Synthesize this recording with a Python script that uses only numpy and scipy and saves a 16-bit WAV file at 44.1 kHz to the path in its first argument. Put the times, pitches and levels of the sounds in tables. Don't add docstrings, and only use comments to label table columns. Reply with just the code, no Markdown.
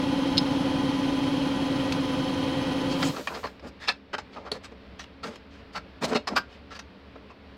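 import sys
import numpy as np
from scipy import signal
from scipy.fft import rfft, irfft, next_fast_len
from scipy.io import wavfile
from scipy.ndimage import map_coordinates

SR = 44100
rng = np.random.default_rng(int(sys.argv[2]) if len(sys.argv) > 2 else 0)


def transcribe(u):
    v = np.clip(np.atleast_2d(u).T, -1, 1)
    q = np.round(v * 32767).astype(np.int16)
    wavfile.write(sys.argv[1], SR, q)


N = 333837
TIME = np.arange(N) / SR

CRANK_HZ, DRONE_HZ, CUT_OFF_S = 10.45, 274.8, 3.098
# time_s, load_fraction
PISTON_LOAD = [(0, 0), (1.4, 0.07), (1.9, 0.93), (3.1, 1)]

def motor(long_puff_s=1.043, full_load_slowing=.005, run_down_s=.024):
    load = np.interp(TIME, *np.transpose(PISTON_LOAD))
    lag_s = full_load_slowing * np.cumsum(load) / SR
    turns = CRANK_HZ * (TIME - lag_s - long_puff_s) + .06 * wobble(9.1) / (2 * np.pi)
    long_puff = puff(turns, .02, .3, order=4)
    short_puff = 1.4 * (1 - .17 * load) * puff(turns, .49, .115 + .03 * load)
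    puffs = long_puff + short_puff * np.exp(-2.1j)
    sound = pipe_drone(puffs, load, lag_s) + pipe_whine(turns, load) + swelling_tone()
    sound += valve_sizzle(turns) + casing(turns, np.abs(puffs))
    return sound * np.exp(-np.maximum(TIME - CUT_OFF_S, 0) / run_down_s)

def puff(turns, moment, half_width, order=2):
    return np.exp(-(((turns - moment + .5) % 1 - .5) / half_width) ** order)

def driven_tone(hz, flow, phase, flutter_db=.34):
    return unit(flow * amp(flutter_db * wobble(23.4)) * np.sin(2 * np.pi * hz * TIME + phase))

def pipe_drone(puffs, load, lag_s):
    turbulent_share = .01 + .02 * load
    phase = np.angle(puffs) + .21 * wobble(3.43) - 2 * np.pi * DRONE_HZ * lag_s
    throb = np.sqrt(1 - turbulent_share) * driven_tone(DRONE_HZ, np.abs(puffs), phase)
    turbulence = np.sqrt(turbulent_share) * noise_band(DRONE_HZ, 48)
    surge_db = 2.5 * bell(TIME - CUT_OFF_S + .049, .041)
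    return amp(-27 - 2.5 * load + surge_db) * (throb + turbulence)

STEADY_FLOW = .22
# pitch_hz, level_db, moment_turns, half_width_turns, full_load_gain_db
PIPE_MODES = [(438, -52, .8, .4, 3), (508, -44.5, .2, .2, 2), (524, -44, .77, .14, 3.5),
              (836, -47, .44, .2, -4), (866, -45, .7, .1, -4), (1005, -44, .42, .35, -.5),
              (1507, -59, .5, .5, 0), (3268, -50.5, .4, .8, -1)]

def pipe_whine(turns, load):
    whine = np.zeros(N)
    for hz, db, moment, half_width, load_db in PIPE_MODES:
        flow = STEADY_FLOW + puff(turns, moment, half_width)
        phase = .53 * (wobble(13) + 2 * wobble(2.86))
        whine += amp(db + load_db * load) * driven_tone(hz, flow, phase)
    return whine

def swelling_tone(pitch_hz=1924, peak_s=.92, period_s=.87):
    level_db = -57 + 6 * np.cos(2 * np.pi * (TIME - peak_s) / period_s)
    return amp(level_db) * driven_tone(pitch_hz, 1, wobble(14))

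# centre_hz, half_width_hz, level_db, moment_turns, half_width_turns
VALVE_BANDS = [(6230, 160, -63.5, .47, .25), (8450, 250, -73, .1, .22), (11050, 200, -68.5, .35, .33)]

def valve_sizzle(turns):
    return sum(amp(db) * unit(noise_band(hz, width_hz) * (STEADY_FLOW + puff(turns, moment, width)))
               for hz, width_hz, db, moment, width in VALVE_BANDS)

# frequency_hz, relative_density_db
CASING_SPECTRUM = [(25, -33), (60, -13.5), (110, -8.5), (165, -2), (230, -3.5), (325, 2), (395, -15.5),
                   (520, -6.5), (670, -13), (900, -8.5), (1700, -16), (3100, -16.5), (4500, -20.5),
                   (6300, -28.5), (7500, -37.5), (11200, -36.5), (11600, -46), (13000, -46.5), (15500, -43)]
# centre_hz, width_hz, gain_db
CASING_RESONANCES = [(553, 86, 7), (757, 53, 7.5), (903, 36, 2), (1220, 35, 5), (1493, 30, 5.5),
                     (1903, 110, 2.5), (2484, 26, 8), (2630, 32, 4), (3120, 320, 8), (3420, 81, -3),
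                     (3870, 53, 6), (4130, 120, 5), (4360, 39, 8), (5230, 46, 6.5), (5200, 70, 3),
                     (7500, 120, 7.5), (9010, 90, 9), (10210, 80, 7)]

def casing(turns, flow, repeating_share=.15, crossover_hz=400, throb_db=3.5):
    beat_phase = 4 * np.pi * turns
    repeating = np.resize(rng.standard_normal(round(SR / CRANK_HZ)), N)
    clatter = np.sqrt(repeating_share) * repeating + np.sqrt(1 - repeating_share) * rng.standard_normal(N)
    clatter *= amp(.77 * np.cos(beat_phase))
    shell = filtered(clatter, lambda hz: amp(along(CASING_SPECTRUM, hz) + peaks(CASING_RESONANCES, hz)))
    low = filtered(shell, lambda hz: 1 / (1 + (hz / crossover_hz) ** 8))
    notched = filtered(low, lambda hz: amp(-15 * bell(hz - DRONE_HZ, 50)))
    rumble = amp(-34) * unit(notched * amp(throb_db * unit(flow)))
    rush = amp(-35.5) * unit(shell - low)
    return rumble + rush + amp(-53.5) * np.sin(beat_phase)

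# frequency_hz, relative_density_db
JET_SPECTRUM = [(1000, -5), (4000, 3.5), (7000, -1.5), (11000, -13), (13000, -7), (15500, -13)]

def vent(open_s=3.015, close_s=3.457, attack_s=.034, release_s=.049, blast_decay_s=.25):
    valve = np.exp(np.minimum(TIME - open_s, 0) / attack_s - np.maximum(TIME - close_s, 0) / release_s)
    blast = amp(-44.5) * np.exp(-np.maximum(TIME - open_s, 0) / blast_decay_s)
    leak = amp(-63)
    return valve * (blast + leak) * shaped_noise(JET_SPECTRUM)

# start_s, level_db
WRENCH_BLOWS = [(0.372, -30), (0.3795, -19), (0.3828, -21)]
# pitch_hz, relative_level_db, t60_s
TUBE_MODES = [(3095, -12, .035), (3505, -14, .03), (3908, -14, .03), (4270, -9, .036), (4590, -10.5, .034),
              (4807, -12, .03), (5141, -.5, .045), (5674, -20, .03), (6900, -22, .02)]

def torque_wrench():
    return ringing(WRENCH_BLOWS, TUBE_MODES, crack=.76, buzz_rad=.22)

# frequency_hz, gain_db
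CRACK_SPECTRUM = [(800, -19), (2500, 5), (4300, 20), (5300, -10), (7000, -5), (15000, -24)]

def ringing(blows, modes, crack, buzz_rad=.55, buzz_hz=260, contact_s=.00012, crack_t60_s=.025):
    track, t = np.zeros(N), np.arange(SR // 4) / SR
    attack = 1 - bell(t, contact_s)
    for start_s, db in blows:
        ring = np.zeros(len(t))
        for hz, mode_db, t60 in modes:
            envelope = amp(mode_db + rng.normal(0, 1) - 60 * t / t60)
            phase = 2 * np.pi * (hz * t + rng.random())
            jitter = buzz_rad * np.interp(t * buzz_hz, np.arange(buzz_hz), rng.standard_normal(buzz_hz))
            ring += envelope * np.sin(phase + jitter)
        burst = rng.standard_normal(len(t)) * amp(-60 * t / crack_t60_s)
        snap = filtered(burst, lambda hz: amp(along(CRACK_SPECTRUM, hz)))
        add(track, start_s, amp(db) * attack * (ring + crack * snap))
    return track

# start_s, level_db
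SEATED_BLOWS = [(5.764, -45), (6.365, -39), (6.371, -25.5)]
# pitch_hz, relative_level_db, t60_s
SEATED_MODES = [(1421, 12, .055), (1580, -4, .15), (4450, -4, .04), (12460, -16, .036)]
# start_s, level_db
SEATING_BLOWS = [(4.517, -22)]
# pitch_hz, relative_level_db, t60_s
SEATING_MODES = [(4200, 3, .02), (4440, -2.5, 0.031), (10000, -16, .02), (10800, -31, 0.016)]
# start_s, level_db
PULL_OFF_BLOWS = [(3.274, -27.5)]
# pitch_hz, relative_level_db, t60_s
FREE_MODES = [(1790, 6.5, 0.032), (2450, 3, 0.039), (2800, -3, 0.032), (3180, -4, .03), (9920, -16, 0.022)]

def socket():
    return (ringing(SEATED_BLOWS, SEATED_MODES, crack=.1)
            + ringing(SEATING_BLOWS, SEATING_MODES, crack=.28)
            + ringing(PULL_OFF_BLOWS, FREE_MODES, crack=.05))

# start_s, level_db
HEAD_BLOWS = [(3.884, -25.5), (3.890, -24), (3.898, -33), (3.917, -45), (6.044, -46), (6.279, -47)]
# pitch_hz, relative_level_db, t60_s
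HEAD_MODES = [(1282, 1, .055), (1725, -1, .07), (2250, -4, .04), (2615, -1, .05), (2815, -3, .04),
              (3490, 0, .038), (3800, -4, .03), (4270, 2, .04), (4790, 0, .035), (5600, -6, .025)]

def ratchet_head():
    return ringing(HEAD_BLOWS, HEAD_MODES, crack=.69)

STEEL_COLOUR_DB = [-11.5, -3.5, -3, -15.5]
# start_s, length_s, main_resonance_hz, second_resonance_hz, level_db, hardness_db_per_octave
SHORT_BURSTS = [ (2.903, 0.043, 3080, 4440, -51, 4.5), (3.024, 0.015, 1930, 3400, -33, -2.5),
                (3.040, 0.047, 6900, 7900, -50.5, 6), (3.135, 0.017, 1120, 1370, -45, -8),
                (3.297, 0.046, 1010, 1460, -44.5, -7), (3.343, 0.021, 4300, 5000, -39, -4),
                (3.437, 0.022, 1060, 4400, -34.5, -5), (3.670, 0.022, 4870, 13000, -66.5, 5.5),
                (3.814, .05, 1770, 3500, -47, -0.3), (3.880, 0.024, 2640, 5380, -30.5, -1),
                (3.913, 0.012, 1760, 4790, -50, 0), (4.136, 0.016, 1490, 3080, -32, -3.5),
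                (4.33, 0.025, 4470, 3400, -54.5, -2.5), (4.361, 0.025, 930, 1250, -44, -6.5),
                (4.455, 0.031, 910, 1260, -45, -5), (4.638, 0.026, 1190, 8000, -52.5, 2.5),
                (4.995, 0.023, 1900, 5900, -50, 1.5), (5.012, 0.028, 3400, 2900, -57, 0.5),
                (5.234, 0.014, 1370, 4400, -39.5, -0.5), (5.731, 0.018, 1910, 4500, -60, 3),
                (5.755, 0.026, 1350, 4400, -36.5, -2), (6.037, .02, 580, 4100, -35.5, 3.5),
                (6.082, 0.027, 4240, 7800, -60.5, 7), (6.150, 0.024, 2820, 4300, -33, -0.5),
                (6.276, .014, 1110, 5130, -32.5, 0.5), (6.363, 0.021, 1220, 4760, -26, -1),
                (6.396, 0.012, 4450, 5200, -47, -9), (6.711, 0.024, 1710, 1330, -46, -2.5),
                (6.748, 0.026, 1720, 4630, -49, .5), (6.792, 0.0089, 1770, 3480, -48, 2),
                (7.155, 0.0093, 720, 1260, -50, -7.5), (7.298, 0.021, 1050, 2600, -52.5, -4)]

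def rattles():
    return chatter(SHORT_BURSTS, STEEL_COLOUR_DB, impacts_per_s=660, scrape=.14, settle=.057, settle_s=.031)

KNOCK_COLOUR_DB = [-6.5, -10.5, -17.5, -27]
# start_s, length_s, resonance_hz, level_db, hardness_db_per_octave
ARM_KNOCKS = [ (3.164, 0.047, 286, -33.5, 1), (3.340, 0.052, 450, -36.5, 1),
              (3.635, 0.047, 212, -40.5, -1.2), (4.391, 0.066, 550, -51.5, -3),
              (4.516, 0.0089, 394, -32, -2), (4.532, 0.038, 515, -39.5, 1), (4.714, 0.014, 417, -47, -1.5),
              (5.245, 0.043, 227, -33.5, 1), (5.280, 0.061, 390, -45.5, 1), (6.023, 0.028, 216, -23.5, 1),
              (6.072, 0.063, 246, -31.5, -0.2), (6.116, 0.023, 444, -28, -1.5), (6.150, 0.015, 418, -22, 0),
              (6.153, .02, 249, -32.5, -4), (6.304, 0.038, 236, -35, -2.5)]

def suspension_knocks():
    return chatter(ARM_KNOCKS, KNOCK_COLOUR_DB, impacts_per_s=624, scrape=.19, settle=.14, settle_s=.02)

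# start_s, end_s
GRIP_SHIFTS = [(4.299, 4.48), (5.302, 5.38), (5.528, 5.6), (6.49, 6.56)]

def handling(length_s=.053, resonance_hz=3000, hardness=-1, count=2):
    scrapes = []
    for from_s, to_s in GRIP_SHIFTS:
        for k in range(count):
            start_s = from_s + (to_s - from_s) * (k + rng.random()) / count - length_s / 2
            scrapes.append((start_s, length_s, resonance_hz, rng.normal(-63, 2), hardness))
    return chatter(scrapes, STEEL_COLOUR_DB, impacts_per_s=496, scrape=.2, settle=.092, settle_s=.02)

def chatter(runs, colour_db, impacts_per_s, scrape, settle, settle_s, size=8192):
    track, t = np.zeros(N), np.arange(size) / SR
    for start_s, length_s, *main_hz, db, hardness in runs:
        impacts = (rng.random(size) < impacts_per_s / SR) * amp(2 * rng.standard_normal(size))
        past_peak_s = t - length_s
        swell = np.exp(-np.abs(past_peak_s / (.65 * length_s)) ** 3)
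        tail = settle * (past_peak_s > 0) * np.exp(-np.abs(past_peak_s - length_s / 2) / settle_s)
        force = (swell + tail) * (impacts + scrape * rng.standard_normal(size))
        burst = amp(db) * steel(force, main_hz, colour_db, hardness, length_s)
        add(track, start_s - length_s / 2, burst)
    return track

# start_s, main_resonance_hz, second_resonance_hz, level_db, hardness_db_per_octave, decay_s
HARD_CONTACTS = [ (1.9228, 2540, 11000, -39.5, 1.5, 0.0022), (1.9252, 4550, 6400, -46, 3.5, 0.0052),
                 (3.028, 1810, 8200, -33, 0, 0.0076), (3.164, 1280, 4500, -40.5, -3, 0.0083),
                 (3.272, 1110, 2560, -34.5, -1, 0.011), (3.468, 1620, 4200, -43, -3, 0.013),
                 (3.595, 5250, 12000, -53.5, -4.5, 0.0074), (4.131, 1470, 3080, -40.5, -4.5, 0.0092),
                 (4.182, 824, 7000, -36.5, -1.8, 0.011), (4.516, 4100, 4370, -43.5, 2, 0.012),
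                 (4.644, 1180, 8000, -50.5, 1.5, .007), (4.994, 1870, 6000, -46.5, 0.5, 0.0079),
                 (5.041, 3400, 2920, -54, -1, 0.0026), (5.233, 1350, 4430, -47.5, -5, .01),
                 (5.357, 300, 7000, -49.5, 0.5, 0.0057), (6.132, 1380, 2780, -39.5, -1.5, 0.0054),
                 (6.2718, 4300, 5250, -35.5, -3, 0.01), (6.3622, 1300, 5000, -34, 0.5, 0.0042),
                 (6.791, 1800, 5900, -47, 1, 0.0074)]

def clicks(gain_db=1, size=8192):
    track, t = np.zeros(N), np.arange(size) / SR
    for start_s, *main_hz, db, hardness, decay_s in HARD_CONTACTS:
        force = rng.standard_normal(size) * np.exp(-t / decay_s)
        force[0] += 2
        add(track, start_s, amp(db) * steel(force, main_hz, STEEL_COLOUR_DB, hardness, length_s=.012))
    return amp(gain_db) * track

# frequency_hz, gain_db
STEEL_SPECTRUM = [(100, 4.5), (220, -8.5), (500, -0.5), (800, -0.5), (1300, 1.5), (2000, -6), (4500, -3.5),
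                  (5600, -9), (8000, -14.5), (9500, -21), (15500, -28)]
# centre_hz, width_hz, gain_db
STEEL_RESONANCES = [(238, 63, 11.5), (445, 72, 5.5), (596, 27, 5.5), (920, 58, 0), (1273, 32, -2),
                    (1488, 60, -6), (1770, 41, -2.5), (2400, 510, 3.5), (2630, 110, 3), (2880, 210, 0),
                    (3180, 150, 3.5), (3770, 36, 6.5), (4230, 200, 1), (4360, 74, -1), (5200, 180, 5.5),
                    (5490, 50, -15)]
# low_hz, high_hz
REGISTERS = [(150, 700), (700, 2000), (2000, 5800), (5800, 15500)]

def steel(force, main_hz, colour_db, hardness, length_s):
    hz = np.fft.rfftfreq(len(force), 1 / SR) + 1
    struck = [(centre, 6 * np.sqrt(centre), 9) for centre in main_hz]
    favoured = [(900 + 1000 * (k + rng.random()), 200, 3.5) for k in range(10)]
    body = amp(along(STEEL_SPECTRUM, hz) + peaks(STEEL_RESONANCES + struck + favoured, hz))
    sound = np.zeros(len(force))
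    for db, (low_hz, high_hz) in zip(colour_db, REGISTERS):
        centre_hz = np.sqrt(low_hz * high_hz)
        tilt_db = hardness * np.log2(centre_hz / 1200)
        focus_db = 5.5 * bell(np.log2(centre_hz / main_hz[0]), 1.43)
        passband = 1 / np.sqrt((1 + (low_hz / hz) ** 12) * (1 + (hz / high_hz) ** 12))
        part = irfft(rfft(force) * minimum_phase(body * passband))
        sound += amp(db + tilt_db + focus_db) * part * np.sqrt(length_s * SR) / np.linalg.norm(part)
    return sound

# frequency_hz, t60_s
GARAGE_DECAY = [(200, 0.17), (2000, 0.15), (10000, 0.12)]

def garage(x):
    hz, t, spectrum = signal.stft(rng.standard_normal(SR // 2), SR, nperseg=256)
    tail = signal.istft(spectrum * amp(-60 * t / along(GARAGE_DECAY, hz)[:, None]), SR, nperseg=256)[1]
    return signal.fftconvolve(np.pad(x, (200, 0)), tail / np.linalg.norm(tail))[:N]

# frequency_hz, relative_density_db
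ROOM_SPECTRUM = [(20, -7), (40, -10), (65, 13.5), (100, 3), (150, -2), (200, 4), (350, -2), (550, -1),
                 (700, -6.5), (2500, -11.5), (4500, -18.5), (5400, -26), (6300, -39), (10000, -47),
                 (15500, -48)]
# pitch_hz, level_db
HUM_TONES = [(70, -61), (194, -61), (203, -72), (274, -58.5), (438, -63.5), (560, -70.5)]

def background():
    noise = shaped_noise(ROOM_SPECTRUM)
    hum = sum(amp(db + 1.5 * wobble(12)) * unit(np.sin(2 * np.pi * hz * TIME + wobble(16)))
              for hz, db in HUM_TONES)
    dip_db = -4.5 * bell(TIME - 4.03, .097)
    return amp(-50 + dip_db + .81 * wobble(14)) * noise + hum

def amp(db):
    return 10 ** (np.asarray(db) / 20)

def unit(x):
    return x / np.sqrt(np.mean(x ** 2) + 1e-20)

def bell(x, width):
    return np.exp(-(x / width) ** 2)

def along(points, hz):
    knots_hz, values = np.transpose(points)
    return np.interp(np.log(hz + 1), np.log(knots_hz + 1), values)

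def peaks(resonances, hz):
    return sum(db / (1 + (2 * (hz - centre) / width) ** 2) for centre, width, db in resonances)

def wobble(rate):
    at = np.arange(0, N + 64, 64)
    coarse = map_coordinates(rng.standard_normal(int(N * rate / SR) + 4), [at * rate / SR])
    return np.interp(np.arange(N), at, unit(coarse))

def filtered(x, gain):
    size = next_fast_len(len(x) + SR // 4)
    return irfft(rfft(x, size) * gain(np.fft.rfftfreq(size, 1 / SR)), size)[:len(x)]

def minimum_phase(gain):
    cepstrum = irfft(np.log(np.maximum(gain, 1e-6)))
    half = len(cepstrum) // 2
    return np.exp(rfft(np.r_[cepstrum[0], 2 * cepstrum[1:half], np.zeros(half)]))

def noise_band(centre_hz, half_width_hz):
    white = rng.standard_normal(N)
    return unit(filtered(white, lambda hz: 1 / (1 + ((hz - centre_hz) / half_width_hz) ** 4)))

def shaped_noise(spectrum):
    return unit(filtered(rng.standard_normal(N), lambda hz: amp(along(spectrum, hz))))

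def add(track, start_s, sound):
    part = track[round(start_s * SR):][:len(sound)]
    part += sound[:len(part)]

def scene():
    wrench = torque_wrench()
    tools = socket() + ratchet_head() + rattles() + suspension_knocks() + handling() + clicks()
    reflections = garage(amp(-24) * wrench + amp(-14) * tools)
    return (motor() + vent() + wrench + tools + reflections + background())[None]

def record(dry):
    return np.array([filtered(channel, lambda hz: hz < 15850) for channel in dry])

dry = scene()
out = record(dry)
transcribe(out)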